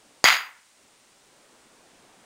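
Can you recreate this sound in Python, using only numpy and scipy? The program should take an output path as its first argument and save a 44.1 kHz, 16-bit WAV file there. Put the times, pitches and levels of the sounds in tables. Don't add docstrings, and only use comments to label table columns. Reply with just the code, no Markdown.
import sys
import numpy as np
from scipy import signal
from scipy.fft import rfft, irfft
from scipy.io import wavfile
from scipy.ndimage import uniform_filter1d

SR = 44100
rng = np.random.default_rng(int(sys.argv[2]) if len(sys.argv) > 2 else 0)


def int16_out(signal):
    q = np.round(np.clip(np.atleast_2d(signal).T, -1, 1) * 32767)
    wavfile.write(sys.argv[1], SR, q.astype(np.int16))


N = 99225
KNOCK_S = .2418


def amp(db):
    return 10 ** (np.asarray(db) / 20)


def unit_rms(x):
    return x / np.sqrt(np.mean(x ** 2) + 1e-20)


def value_at(points, hz):
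    table_hz, value = np.transpose(points)
    return np.interp(np.log(hz + 1), np.log(table_hz + 1), value)


def add(mix, start_s, sound):
    part = mix[round(start_s * SR):][:len(sound)]
    part += sound[:len(part)]


def coloured(noise, spectrum):
    gain = amp(value_at(spectrum, np.fft.rfftfreq(len(noise), 1 / SR)))
    return unit_rms(irfft(rfft(noise) * gain, len(noise)))


def band(x, low_hz, top_hz):
    x = signal.lfilter(*signal.butter(1, low_hz, "high", fs=SR), x)
    return signal.lfilter(*signal.butter(2, min(top_hz, SR / 2 - 1), fs=SR), x)


def microphone_hiss(level_db=-60.5):
    # frequency_hz, relative_db
    spectrum = [(30, -10.5), (300, -7), (1000, 0), (2500, 0.5), (5000, 0), (8000, 0.5), (9900, -0.5),
                (10250, -14), (16000, -14.5)]
    return amp(level_db) * coloured(rng.standard_normal(N), spectrum)


def background_noise(patch_db=1):
    # frequency_hz, relative_db
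    spectrum = [(20, -9), (60, -10.5), (130, -4.5), (250, 1), (550, 0), (1000, -3.5), (2000, -9),
                (4000, -15.5), (9000, -41.5), (16000, -58.5)]
    # time_s, level_db
    levels = [(0, -61.5), (.24, -61.5), (.5, -69.5), (.7, -74.5), (.8, -64), (1.1, -64.5), (1.301, -61.5),
              (1.799, -59), (2.25, -57.5)]
    bins = signal.stft(rng.standard_normal(N), nperseg=1024)[2]
    patches = uniform_filter1d(rng.standard_normal(bins.shape), size=8, axis=0)
    patches = unit_rms(uniform_filter1d(patches, size=6, axis=1))
    shifting = signal.istft(bins * amp(patch_db * patches), nperseg=1024)[1][:N]
    level_db = np.interp(np.arange(N) / SR, *np.transpose(levels))
    return amp(level_db) * coloured(shifting, spectrum)


def reflections(per_s=2000, diffuse_db=-1.5, clump_db=.7):
    clumps = unit_rms(uniform_filter1d(rng.standard_normal(SR), size=70))
    taps = unit_rms(np.sign(rng.standard_normal(SR)) * (rng.random(SR) < per_s / SR))
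    wash = amp(diffuse_db) * rng.standard_normal(SR)
    return (taps + wash) * amp(clump_db * clumps)


def room_decay(sound, build_s=.0022, sag_s=.087, sag_db=8):
    # frequency_hz, t60_s
    decay_times = [(60, .4), (300, 0.36), (900, 0.45), (2000, 0.4), (4000, 0.29), (8000, 0.27),
                   (15000, 0.37)]
    hz, t, bins = signal.stft(sound, SR, nperseg=256)
    early_db = sag_db * np.minimum(t / sag_s, 1)
    late_db = 60 * np.maximum(t - sag_s, 0) / value_at(decay_times, hz)[:, None]
    fading = signal.istft(bins * amp(-early_db - late_db), SR, nperseg=256)[1][:len(sound)]
    build_up = 1 - np.exp(-np.arange(len(fading)) / SR / build_s)
    return fading * build_up


def room_tail(wash_db=-14, tones_db=-23):
    # frequency_hz, relative_db
    spectrum = [(40, -43), (120, -34.5), (330, -31.5), (600, -17.5), (950, -5.5), (1400, -2), (2100, 0),
                (3100, -6), (4200, -10), (4900, -12.5), (5400, -21), (7200, -20), (8000, -30.5),
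                (10200, -22.5), (12100, -34), (14400, -18.5), (16000, -29)]
    # pitch_hz, relative_db
    pitches = [(740, -12), (873, -13), (1409, -7), (1972, 1), (2036, -1), (2088, -6), (2172, -5),
               (2848, -8), (4865, -7)]
    t = np.arange(SR) / SR
    tones = sum(amp(db) * np.sin(2 * np.pi * (hz * t + rng.random())) for hz, db in pitches)
    wash = coloured(reflections(), spectrum)
    return room_decay(amp(wash_db) * wash + amp(tones_db) * tones)


def wall_echo(pulse, peak_db, low_hz=1505, top_hz=5970, scatter_s=.00093, scatter_db=5):
    t = np.arange(SR // 100) / SR
    scatter = band(rng.standard_normal(len(t)) * np.exp(-t / scatter_s), top_hz / 2, SR / 2)
    taps = signal.unit_impulse(len(t)) + amp(scatter_db) * scatter / np.linalg.norm(scatter)
    reflected = signal.fftconvolve(pulse, taps)
    thin = signal.lfilter(*signal.butter(2, low_hz, "high", fs=SR), reflected)
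    dulled = signal.lfilter(*signal.butter(1, top_hz, fs=SR), thin)
    return amp(peak_db) * dulled / abs(dulled).max()


def contact_grit(level_db=-17, decay_s=.006):
    t = np.arange(SR // 10) / SR
    crunch = unit_rms(band(rng.standard_normal(len(t)), low_hz=1000, top_hz=5000))
    return amp(level_db) * np.exp(-t / decay_s) * crunch


def stone_ring():
    # pitch_hz, relative_db, t60_s
    modes = [(4657, -16, .075), (4715, -18, .07), (4797, -19, .07), (4865, -13, .09), (4925, -18, .06),
             (6520, -17, .045), (6640, -12, .05), (6850, -18, .04)]
    t = np.arange(SR // 2) / SR
    return sum(amp(db - 60 * t / t60) * np.sin(2 * np.pi * hz * t) for hz, db, t60 in modes)


def contact_pulse(contact_s=.00017):
    progress = np.arange(SR // 20) / SR / contact_s
    return -2 * np.e * progress * (1 - progress / 2) * np.exp(-progress)


def knock(first_wall_s=.005):
    # start_s, peak_db
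    echoes = [(.2493, -10), (.2517, -7), (.2569, -4), (.258, -8), (.2725, -11), (.2852, -7), (.2867, 0),
              (.2877, -4), (.2965, -10), (.3024, -6), (.3033, -6), (.3042, -6), (.3395, -15), (.345, -14),
              (.3534, -10), (.367, -14)]
    mix, pulse, ring = np.zeros(N), contact_pulse(), stone_ring()
    add(mix, KNOCK_S, amp(-1) * band(pulse, low_hz=108, top_hz=4000))
    add(mix, KNOCK_S, contact_grit())
    add(mix, KNOCK_S, amp(-2.5) * ring)
    add(mix, KNOCK_S + first_wall_s, room_tail())
    room = room_decay(reflections())
    ring_in_room = signal.fftconvolve(ring, room / np.linalg.norm(room))
    add(mix, KNOCK_S + first_wall_s, amp(-5) * ring_in_room)
    for start_s, peak_db in echoes:
        add(mix, start_s, wall_echo(pulse, peak_db))
    return mix


def scene():
    return (knock() + background_noise() + microphone_hiss())[None]


def record(dry):
    ceiling, cutoff_hz = .81, 15850
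    rounded = dry / (1 + (dry / ceiling) ** 4) ** .25
    low_pass = signal.firwin(511, cutoff_hz, window=("kaiser", 9), fs=SR)
    return signal.oaconvolve(rounded, low_pass[None], "same")


dry = scene()
out = record(dry)
int16_out(out)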